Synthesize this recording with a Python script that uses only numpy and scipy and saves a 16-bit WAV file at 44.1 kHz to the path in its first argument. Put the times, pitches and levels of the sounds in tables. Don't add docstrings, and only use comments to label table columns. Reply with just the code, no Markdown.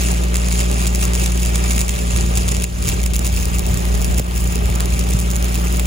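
import sys
import numpy as np
from scipy import signal
from scipy.fft import rfft, irfft, next_fast_len
from scipy.io import wavfile
from scipy.ndimage import uniform_filter1d, map_coordinates

SR = 44100
rng = np.random.default_rng(int(sys.argv[2]) if len(sys.argv) > 2 else 0)


def transcribe(signal):
    frames = np.atleast_2d(signal).T
    limited = np.clip(frames, -1, 1)
    pcm = np.round(limited * 32767).astype(np.int16)
    wavfile.write(sys.argv[1], SR, pcm)


N = 258426

# (time [s], firing rate [1/s])
FIRING_RATE = [(0, 58.705), (2, 58.71), (3.8, 58.74), (5.86, 58.77)]
# (time [s], level before the pair's tilt [dB rms])
HUM_LEVEL = [(0.0, -17), (1.8, -16.5), (1.86, -20.5), (1.91, -18.5), (1.98, -22), (2.08, -16.5),
             (2.12, -21), (2.16, -16), (2.21, -19), (2.25, -15.5), (2.35, -17.5), (2.39, -16.0),
             (2.44, -18), (2.49, -18.5), (2.53, -20.0), (2.59, -16.5), (2.71, -28.5), (2.75, -19),
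             (2.78, -27), (2.82, -16), (2.85, -25), (2.89, -20), (2.94, -21.5), (3.03, -15.5),
             (3.13, -19.5), (3.17, -15.5), (3.21, -21.5), (3.25, -15.5), (3.29, -20), (3.33, -15),
             (3.37, -19), (3.43, -22), (3.47, -18), (3.5, -22.5), (3.57, -14), (3.62, -25), (3.65, -18),
             (3.68, -17.0), (3.74, -22), (3.8, -23), (3.9, -14.5), (4.01, -17), (4.06, -19), (4.16, -16),
             (4.19, -16), (4.23, -23.5), (4.31, -21), (4.42, -18.5), (4.46, -16), (4.56, -22.0),
             (4.59, -14), (4.62, -21), (4.65, -15.5), (4.69, -18), (4.72, -15), (4.78, -18.5),
             (4.83, -16.5), (4.87, -20.5), (4.93, -15.5), (4.97, -18), (5.01, -16), (5.05, -18.5),
             (5.16, -16.5), (5.21, -19.5), (5.27, -16.5), (5.33, -18.5), (5.45, -15.5), (5.49, -18.5),
             (5.63, -17), (5.85, -16.5)]
# (multiple of the firing rate [-], level [dB rms])
OVERTONES = [(2, -31), (2.25, -38), (2.5, -46.5), (3, -27), (3.25, -45.5), (3.5, -43), (3.75, -48.5),
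             (4, -40), (5, -51), (5.5, -53), (6, -40), (6.5, -53), (7, -41.5), (7.5, -50.5), (8, -52.5),
             (9, -46), (9.25, -47), (10, -41), (11, -50)]
# (frequency [Hz], relative density [dB per Hz])
ROAR_COLOUR = [(30, -30), (60, -14.5), (200, -5.5), (300, -8.5), (440, -5.5), (500, -12.5), (600, -9.5),
               (850, -11.5), (980, -15.5), (1230, -13), (1420, -17.5), (2600, -18), (4200, -25.5),
               (16000, -38)]
# (time [s], level [dB rms])
ENGINE_LOAD = [(0, -28), (2, -28), (2.4, -28), (3.3, -30.5), (4.2, -28), (5.86, -29)]
# (frequency [Hz], relative density [dB per Hz])
ARC_COLOUR = [(500, -40), (1500, -14), (2000, -9.5), (2350, -3.5), (2700, -3), (3000, -8.5), (3250, -7),
              (4000, -8.5), (4350, -11.5), (5050, -4.5), (5700, -8.5), (6300, -4.5), (6550, -6), (6900, 1),
              (7400, -1.5), (7750, -.5), (8050, -6), (8400, -3), (9300, -3.5), (10200, -7), (10600, -10.5),
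              (10850, -8.5), (11800, -14), (12600, -12.5), (13600, -16.5), (14500, -9), (15650, -9),
              (15850, -16)]
# (time [s], gain of the sizzle [dB], gain of the arc's highest band [dB])
BURN = [(0, -27.5, -4), (.3, -35.5, -4), (.5, -31, -6), (.92, -33.5, -3.5), (1.4, -30.5, -3),
        (1.6, -31, -5), (1.8, -29.5, -1), (2.2, -33.5, -6), (2.3, -30.5, -4), (2.6, -33.5, -5),
        (2.72, -33, -2), (2.81, -30.5, -3), (3.05, -37, -1), (3.45, -33.5, 0), (4.0, -35, 0),
        (4.25, -36, 0), (4.4, -32.5, 2), (4.7, -37.5, -1), (5.15, -32, -2), (5.5, -36, 1.5), (5.86, -34, 1)]
# (time [s], peak of the upper part [dB], lower part's peak against it [dB])
LOUD_SPITS = [(0.061, -12, -20), (0.066, -12, -14), (0.0866, -14, -19), (0.1048, -15, -17),
              (0.1166, -5, -21), (0.146, -11, -8), (0.185, -17, -6), (0.2364, -10, -7), (0.241, -10, -7),
              (0.3433, -5.5, -6), (0.3536, -8, -8), (0.3576, -1.5, -7.5), (0.3688, -2.5, -18),
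              (0.436, -20, 2), (0.4617, -12, -20), (0.4635, -16, -11), (0.485, -8, -12), (0.4866, -8, -7),
              (0.5149, -10, 0), (0.5237, -8, -13), (0.5268, -5.5, -9), (0.538, -16, -11),
              (0.5787, -8.5, -13), (0.5927, -3, -12), (0.6043, -4.5, -7.5), (0.6099, -3, -12),
              (0.6996, -12, -10), (0.7147, -6, -16), (0.7281, -8, -11), (0.7432, -10, -16),
              (0.8249, -8, -7), (0.8482, -12, -4), (0.857, -9.5, -3), (0.8684, -6.5, -6), (0.8717, -6, -19),
              (0.8735, -5, -18), (0.877, -7, -12), (0.8786, -12.5, -14), (0.949, -1.5, -16),
              (0.9584, -3.5, -20), (1.0131, -8, -17), (1.016, -11, -11), (1.0243, -9, -15),
              (1.031, -6, -12), (1.039, -4, -21), (1.0413, -10, -16), (1.0533, -1.5, -27),
              (1.0594, -16, -16), (1.135, -6.5, -8), (1.1448, -10, -10), (1.1524, -2, -12),
              (1.1984, -8, -18), (1.2381, -9, -9), (1.2607, -6, -7), (1.275, -20, -19), (1.32, -9, -17),
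              (1.3229, -13, -13), (1.3567, -18, -14), (1.3762, -16, -12), (1.4013, -13, -18),
              (1.4034, -13, -16), (1.422, -9, -13), (1.426, -12.0, -12), (1.4314, -8, -14),
              (1.4497, -11, -12), (1.4529, -7, -9), (1.4605, -7, -14), (1.4648, -19, -16),
              (1.4737, -23, -15), (1.5565, -5, -10), (1.5581, -4.5, -6), (1.5634, -12.0, -17),
              (1.697, -13.0, -14), (1.708, -2.5, -11), (1.711, -6, -9), (1.7128, -8.5, -18),
              (1.7189, -13.5, -13), (1.763, -7, -22), (1.767, -11, -18), (1.7807, -6, -5.5),
              (1.7924, -3, -11), (1.795, -9, -16), (1.8015, -15, -11), (1.808, -3, -10), (1.8148, -2, -11),
              (1.882, -4, -12), (1.8929, -3, -7), (1.8948, -2, -10), (1.943, -12, -16), (1.9915, -9, -7),
              (2.1056, -11, -18), (2.119, -9, -14), (2.1629, -5, -6), (2.1732, -11, -6),
              (2.1752, -4.5, -20), (2.187, -14, 4), (2.3547, -6.5, -15), (2.362, -13, -15),
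              (2.3649, -9, -12), (2.3737, -2, -10), (2.3763, -16, -11), (2.3775, -2.5, -13),
              (2.382, -6, -16), (2.4804, -6, -13), (2.4856, -5, -9), (2.4905, -3, -9), (2.5132, -13.0, -18),
              (2.514, -12, -16), (2.5174, -4.5, -23), (2.521, -5, -12), (2.543, -9, -13), (2.548, -6, -10),
              (2.5678, -7, -10), (2.6, -11, -8), (2.61, -12, -14), (2.6223, -5.5, -12), (2.637, -5, -21),
              (2.641, -3, -17), (2.6425, -6, -8), (2.826, -5, -12), (2.8399, -6.5, -16),
              (2.8493, -9.5, -12), (2.8555, -8, -11), (2.8638, -11.5, -6), (2.871, -9.0, -12),
              (2.8755, -6, -10), (2.882, -3, -13), (2.889, 0, -11.5), (2.8925, -5, -17), (2.8984, -9, -5),
              (2.917, -14, -9), (3.0322, -8, -14), (3.0384, -6, -12), (3.061, -5, -11), (3.0637, -4, -14),
              (3.1358, -4, -16), (3.14, -9, -9), (3.144, -8, -12), (3.1484, -5.5, -13), (3.156, -9, -13),
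              (3.1582, -7, -10), (3.1643, -3.5, -14), (3.1928, -4, -13.5), (3.2468, -8.0, -13),
              (3.2503, -8, -14), (3.255, -9, -10), (3.2593, -9, -17), (3.264, -7, -16), (3.2681, -4, -14),
              (3.2759, -6, -14), (3.349, -21, -19), (3.365, -10, -21), (3.4557, -3.5, -21),
              (3.5476, -12, -24), (3.5498, -15, -20), (3.552, -13.5, -14), (3.5856, -5.5, -25),
              (3.594, -5, -16), (3.6656, -7, -19), (3.674, -14, -11), (3.6903, -12.5, -17),
              (3.713, -15, -7), (3.7431, -6, -14), (3.7734, -8.5, -18), (3.8044, -13, -18),
              (3.8532, -9.5, -7), (3.9428, -11.5, -11), (3.949, -11, -13), (3.977, -14, -18),
              (4.0084, -15, -21), (4.0168, -7, -23), (4.0234, -10, -18), (4.037, -26, -20),
              (4.0456, -3, -15), (4.113, -10, -17), (4.1456, -8, -20), (4.1774, -10, -15),
              (4.1802, -5, -20), (4.1841, -4.5, -11), (4.1945, -6.5, -14), (4.197, -6, -17),
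              (4.3788, -7, -12), (4.444, -10, -20), (4.524, -11, -17), (4.5571, -6, -15), (4.6575, -9, -13),
              (4.7012, -10, -9), (4.7537, -10, -12), (4.758, -7.5, -19), (4.8006, -11, -6),
              (4.8054, -2.5, -5.5), (4.8579, -4.5, -18), (4.9924, -4.5, -11), (4.994, -6, -16),
              (4.9964, -11, -9), (5.04, -11.5, -18), (5.1032, -11, -20), (5.108, -6, -27),
              (5.1199, -13, -23), (5.1362, -7, -18), (5.19, -8, -17), (5.1956, -16, -16),
              (5.2018, -4.5, -21), (5.304, -8, -18), (5.3102, -12, -18), (5.3143, -8, -15),
              (5.358, -7, -12), (5.3643, -5.5, -17), (5.426, -8, -9), (5.4444, -6.5, -14),
              (5.5443, -10, -5), (5.5486, -13, -7), (5.5552, -7, -6), (5.7256, -8.5, -20),
              (5.7712, -9, -15), (5.7966, -3.5, -7), (5.8562, -10.5, -9)]
# (frequency [Hz], relative level [dB], decay by 60 dB [s])
STEEL_MODES = [(1040, -3, 0.026), (1240, -3.5, 0.016), (2393, -0.5, 0.013), (2752, -3.5, 0.026),
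               (3335, -9, 0.009), (5050, -10, 0.0052), (6450, -26, 0.02), (6870, -5, 0.022),
               (7130, -7.5, 0.025), (9500, -40, 0.0077)]
# (time [s], buffet alike at both ports [dB], buffet opposite at the two ports [dB])
GUSTS = [(0, -42, -50), (1.7, -34, -38), (2.1, -31, -32), (2.3, -28, -42), (2.64, -30, -36),
         (2.72, -21, -31), (3, -32, -36), (3.3, -26.5, -34), (3.55, -30, -30), (3.7, -26, -33),
         (4.1, -31, -21), (4.2, -21.5, -41), (4.42, -28, -30), (4.7, -25.5, -33), (4.8, -34, -35),
         (5.2, -31, -40), (5.86, -35, -40)]
# (frequency [Hz], relative density [dB per Hz])
BUFFET_COLOUR = [(15, -29), (30, -16), (42, 3.5), (52, -8), (66, -0.5), (80, 3.5), (105, -4.5),
                 (135, -12.5), (170, -15.5), (300, -24), (600, -61)]
# (time [s], peak [dB], pulse frequency [Hz])
PUFFS = [(1.809, -21, 90), (1.961, -30, 85), (2.14, -15, 90), (2.379, -18, 88.5), (2.53, -30, 90),
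         (2.879, -12.5, 90), (2.93, -29, 85), (3.301, -17, 110), (3.483, -21, 84), (3.688, -26, 110),
         (3.722, -18, 120), (3.74, -13.5, 109), (3.772, -16, 120), (3.88, -26, 85), (4.199, -14.5, 482),
         (4.201, -13, 209), (4.454, -13, 89), (4.622, -15.5, 90), (4.657, -13, 90), (4.701, -16, 90.5),
         (4.929, -20, 85), (5.1454, -21, 190), (5.151, -5.5, 119)]
# (time [s], depth [dB], hold [s], recovery [s])
DIPS = [(1.823, 3, 0.09, 0.17), (2.648, 6, 0.097, 0.13), (4.201, 5, 0.033, 0.32)]
# (frequency [Hz], lead of the left [rad])
LEFT_LEAD = [(0, 0), (60, -.13), (180, -.8), (520, -2.3), (1210, -2.6), (2840, -6), (3600, -6.3),
             (4820, -4.9), (6550, -5.8), (8400, -3.14), (10600, 0), (12700, 3.14), (14900, 6.28),
             (15800, 7)]
# (frequency [Hz], left-right likeness [-])
LIKENESS = [(60, 0.96), (300, 0.92), (1000, 0.73), (2600, 0.42), (3300, 0.57), (3900, 0.17), (5000, 0.067),
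            (7000, 0.97), (15000, 1)]
# (frequency [Hz], left minus right [dB])
LEFT_TILT = [(60, .5), (200, 1.5), (400, -3), (1300, -2), (2100, -1), (2700, 4), (3000, 2.5), (3400, 1.5),
             (4000, 6.5), (4400, -2), (5050, 3.5), (5900, -1.5), (7500, -5), (8500, 0)]

TOP_HZ = 15850
SMALL_DB, SMALL_SCATTER_DB, SMALL_LOW_DB = -18.5, 0.5, -11.5
FLURRY_S, LONERS = 0.017, 0.45
FOLLOW = 0.62
SNAP_DB = 1.5
FLARE_DB, FLARE_S = 0.85, 0.015
ECHO_S, ECHO_DB = .0011, -19
FIZZ_DB, FIZZ_S = -13, 0.0071
SPLIT_S, SPLIT = .0003, .4
LEAN_DB = 2
BROAD = .45
THUD_DB, THUD_HZ = -9.5, 1030
RING_DB, BED_RING_DB = -20, -11
TAIL = 1.16


def amp(db):
    return 10 ** (np.asarray(db) / 20)


def unit(x):
    return x / np.sqrt(np.mean(x ** 2) + 1e-20)


def along(points, hz):
    f, v = np.transpose(points)
    return np.interp(np.log(hz + 1), np.log(f + 1), v)


def curves(rows):
    s, *cols = np.transpose(rows)
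    return [np.interp(np.arange(N) / SR, s, c) for c in cols]


def curve(rows):
    return curves(rows)[0]


def wobble(rate):
    coarse = np.arange(0, N + 64, 64)
    knots = rng.standard_normal(int(N * rate / SR) + 4)
    return np.interp(np.arange(N), coarse, map_coordinates(knots, [coarse * rate / SR]))


def filtered(x, response):
    m = next_fast_len(N + SR // 2)
    return irfft(rfft(x, m) * response(np.fft.rfftfreq(m, 1 / SR)), m)[..., :N]


def causal(gain):
    cepstrum = irfft(np.log(gain + 1e-6))
    cepstrum[1:len(cepstrum) // 2] *= 2
    cepstrum[len(cepstrum) // 2 + 1:] = 0
    return np.exp(rfft(cepstrum))


def spread(pair, spectrum):
    turn = lambda hz: np.arccos(np.clip(along(LIKENESS, hz), 0, 1)) / 2
    shares = lambda hz: np.array([np.cos(turn(hz)), np.sin(turn(hz))])
    mid, side = filtered(pair, lambda hz: amp(along(spectrum, hz)) * shares(hz))
    return np.array([mid + side, mid - side])


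def patchy(x, depth_db):
    z = signal.stft(x, nperseg=256)[2]
    field = uniform_filter1d(rng.standard_normal(z.shape[-2:]), size=3, axis=0)
    field = uniform_filter1d(field, size=5, axis=1)
    return signal.istft(z * amp(depth_db * unit(field)), nperseg=256)[1][..., :N]


def crank():
    return 2 * np.pi * np.cumsum(curve(FIRING_RATE)) / SR + 2.87


def hum():
    return -np.sqrt(2) * amp(curve(HUM_LEVEL)) * np.cos(crank())


def engine():
    turn = crank()
    lag = lambda k: .1 * (k - 1) ** 2 + 1.0 * (k % 2 == 0)
    tones = 0
    for k, db in OVERTONES:
        level = amp(db + 0.15 * k * wobble(12))
        tones = tones - np.sqrt(2) * level * np.cos(k * turn - lag(k) + 0.046 * k * wobble(9))
    swell = amp(0.26 * np.cos(turn) + 0.39 * wobble(6.2) + 0.74 * wobble(18))
    noise = patchy(rng.standard_normal((2, N)), depth_db=2.0)
    roar = unit(spread(swell * noise, ROAR_COLOUR))
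    opening_db = ENGINE_LOAD[0][1]
    return amp(curve(ENGINE_LOAD)) * (amp(-opening_db) * tones + roar)


def sparks(at, size, t60=.005):
    clicks = np.bincount(np.clip(at, 0, N - 1), size, N)
    t = np.arange(SR // 50) / SR
    envelope = np.abs(signal.fftconvolve(clicks, amp(-60 * t / t60))[:N])
    fizz = amp(-13) * envelope * rng.standard_normal((2, N))
    echo = np.roll(clicks, round(.0011 * SR))
    side_clicks = np.roll(clicks, round(.0003 * SR))
    return fizz + [clicks + 0.23 * echo, side_clicks - 0.99 * echo]


def steel(blows):
    t = np.arange(SR // 20) / SR
    ring = lambda hz, db, t60: amp(db - 60 * t / t60) * np.sin(2 * np.pi * hz * t)
    return sum(signal.oaconvolve(amp(2.8 * wobble(60)) * blows, ring(*mode))[:N] for mode in STEEL_MODES)


def sizzle(spit, db, burn_db):
    busy = np.bincount(spit, amp(db), N)
    busy = unit(signal.fftconvolve(busy, np.hanning(round(2 * FLARE_S * SR)), "same"))
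    clumps = wobble(13)
    hiss = amp(2.0 * clumps + 0.51 * wobble(40)) * rng.standard_normal((2, N))
    draw = rng.random((6000, 2))
    at = (draw[:, 0] * N).astype(int)
    size = amp(-4.5 * np.log(draw[:, 1] + 0.027) + 2.0 * clumps[at])
    crackle = unit(spread(sparks(at, size), ARC_COLOUR))
    ringing = unit(steel(np.bincount(at, size, N)))
    bed = amp(-2.5) * unit(spread(hiss, ARC_COLOUR)) + amp(1.5) * crackle + amp(BED_RING_DB) * ringing
    return amp(burn_db + FLARE_DB * (busy - busy.mean())) * patchy(bed, depth_db=2.5)


def small_spits(count=260):
    pick, push = rng.random((count, 2)).T, rng.standard_normal((count, 3)).T
    leader = np.transpose(LOUD_SPITS)[0][(pick[1] * len(LOUD_SPITS)).astype(int)]
    s = np.where(pick[0] < LONERS, pick[1] * N / SR, leader + FLURRY_S * np.abs(push[0]))
    db = SMALL_DB + SMALL_SCATTER_DB * np.minimum(push[1], 1)
    return np.transpose([s, db, SMALL_LOW_DB + 3.6 * np.minimum(push[2], 1)])


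def snaps(at, size, chance):
    hit = lambda i, g: np.bincount(np.clip(i, 0, N - 1), g, N)
    late = at + np.round(ECHO_S * SR * amp(3.9 * chance[0])).astype(int)
    echo = hit(late, size * amp(ECHO_DB + 2.6 * chance[1]))
    t = np.arange(SR // 50) / SR
    envelope = np.abs(signal.fftconvolve(hit(at, size), amp(FIZZ_DB - 60 * t / FIZZ_S))[:N])
    both, each = rng.standard_normal(N), rng.standard_normal((2, N))
    second = SPLIT * np.clip(chance[3], -1.5, 1.5)
    split = at + np.round(SPLIT_S * SR * amp(4 * chance[2])).astype(int)
    first_size = size / np.hypot(1, second)
    crack = hit(at, first_size) + hit(split, first_size * second)
    return crack - echo + envelope * (0.34 * both + 0.41 * each)


def spits(spit, db, low_db):
    chance = rng.standard_normal((len(spit), 4)).T
    colour = lambda hz, keep=1: causal(amp(keep * along(ARC_COLOUR, hz)))
    share = lambda hz: 1 / (1 + (hz / 4200) ** 6)
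    grid = np.linspace(0, SR / 2, 2048)
    peak = lambda part, keep=1: np.abs(signal.hilbert(irfft(colour(grid, keep) * part))).max()
    high = filtered(snaps(spit, amp(db), chance), colour) / peak(1 - share(grid))
    high = filtered(high, lambda hz: (1 - share(hz)) * amp(SNAP_DB * np.log2(1 + hz / 8000)))
    low = filtered(snaps(spit, amp(db + low_db), chance), lambda hz: colour(hz, BROAD))
    low = filtered(low / peak(share(grid), BROAD) * amp([[LEAN_DB / 2], [-LEAN_DB / 2]]), share)
    blows = np.bincount(spit, amp(db + low_db), N)
    t = np.arange(SR // 200) / SR
    body = np.sin(2 * np.pi * THUD_HZ * t) * np.exp(-1.5 * THUD_HZ * t)
    thud = signal.oaconvolve(blows, body)[:N] * [[1], [-1]]
    ringing = steel(np.bincount(spit, amp(db + low_db / 2), N))
    return high + low + amp(THUD_DB) * thud + amp(RING_DB) * ringing


def arc():
    burn_db, sharp_db = curves(BURN)
    s, db, low_db = np.transpose(np.vstack([LOUD_SPITS, small_spits()]))
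    spit = np.clip(np.round(s * SR).astype(int), 0, N - 1)
    small = np.arange(len(s)) >= len(LOUD_SPITS)
    db = db + small * FOLLOW * (burn_db - burn_db.mean())[spit]
    both = sizzle(spit, db, burn_db) + spits(spit, db, low_db)
    top = filtered(both, lambda hz: 1 / (1 + (11500 / (hz + 1)) ** 12))
    return both + (amp(sharp_db) - 1) * top


def buffeting():
    alike_db, opposite_db = curves(GUSTS)
    lumps = amp(2.1 * wobble(11.0)) * rng.standard_normal((2, N))
    alike, opposite = filtered(lumps, lambda hz: amp(along(BUFFET_COLOUR, hz)))
    return amp(alike_db) * unit(alike) + amp(opposite_db) * unit(opposite) * [[1], [-1]]


def puffs():
    pressure = np.zeros(N)
    for s, db, hz in PUFFS:
        u = (np.arange(N) / SR - s) * hz * np.pi
        u = np.where(u > 0, u / TAIL, u)
        pressure -= amp(db) * (1 - 2 * u ** 2) * np.exp(-np.minimum(u ** 2, 50))
    return pressure


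def level_dips():
    t = np.arange(N) / SR
    drop_db = 0
    for s, db, hold, back in DIPS:
        fall = np.clip((t - s) / 0.0068, 0, 1)
        drop_db = drop_db + db * fall * np.clip(1 - (t - s - hold) / back, 0, 1)
    return amp(-drop_db)


def scene():
    f, lead = np.transpose(LEFT_LEAD)
    half = lambda hz: amp(along(LEFT_TILT, hz) / 2) * np.exp(.5j * np.interp(hz, f, lead))
    dip = level_dips()
    field = hum() + dip * (engine() + arc())
    at_pair = filtered(field, lambda hz: np.array([half(hz), 1 / half(hz)]))
    return at_pair + dip * (buffeting() + puffs())


def record(dry):
    return filtered(dry, lambda hz: hz < TOP_HZ)


dry = scene()
out = record(dry)
transcribe(out)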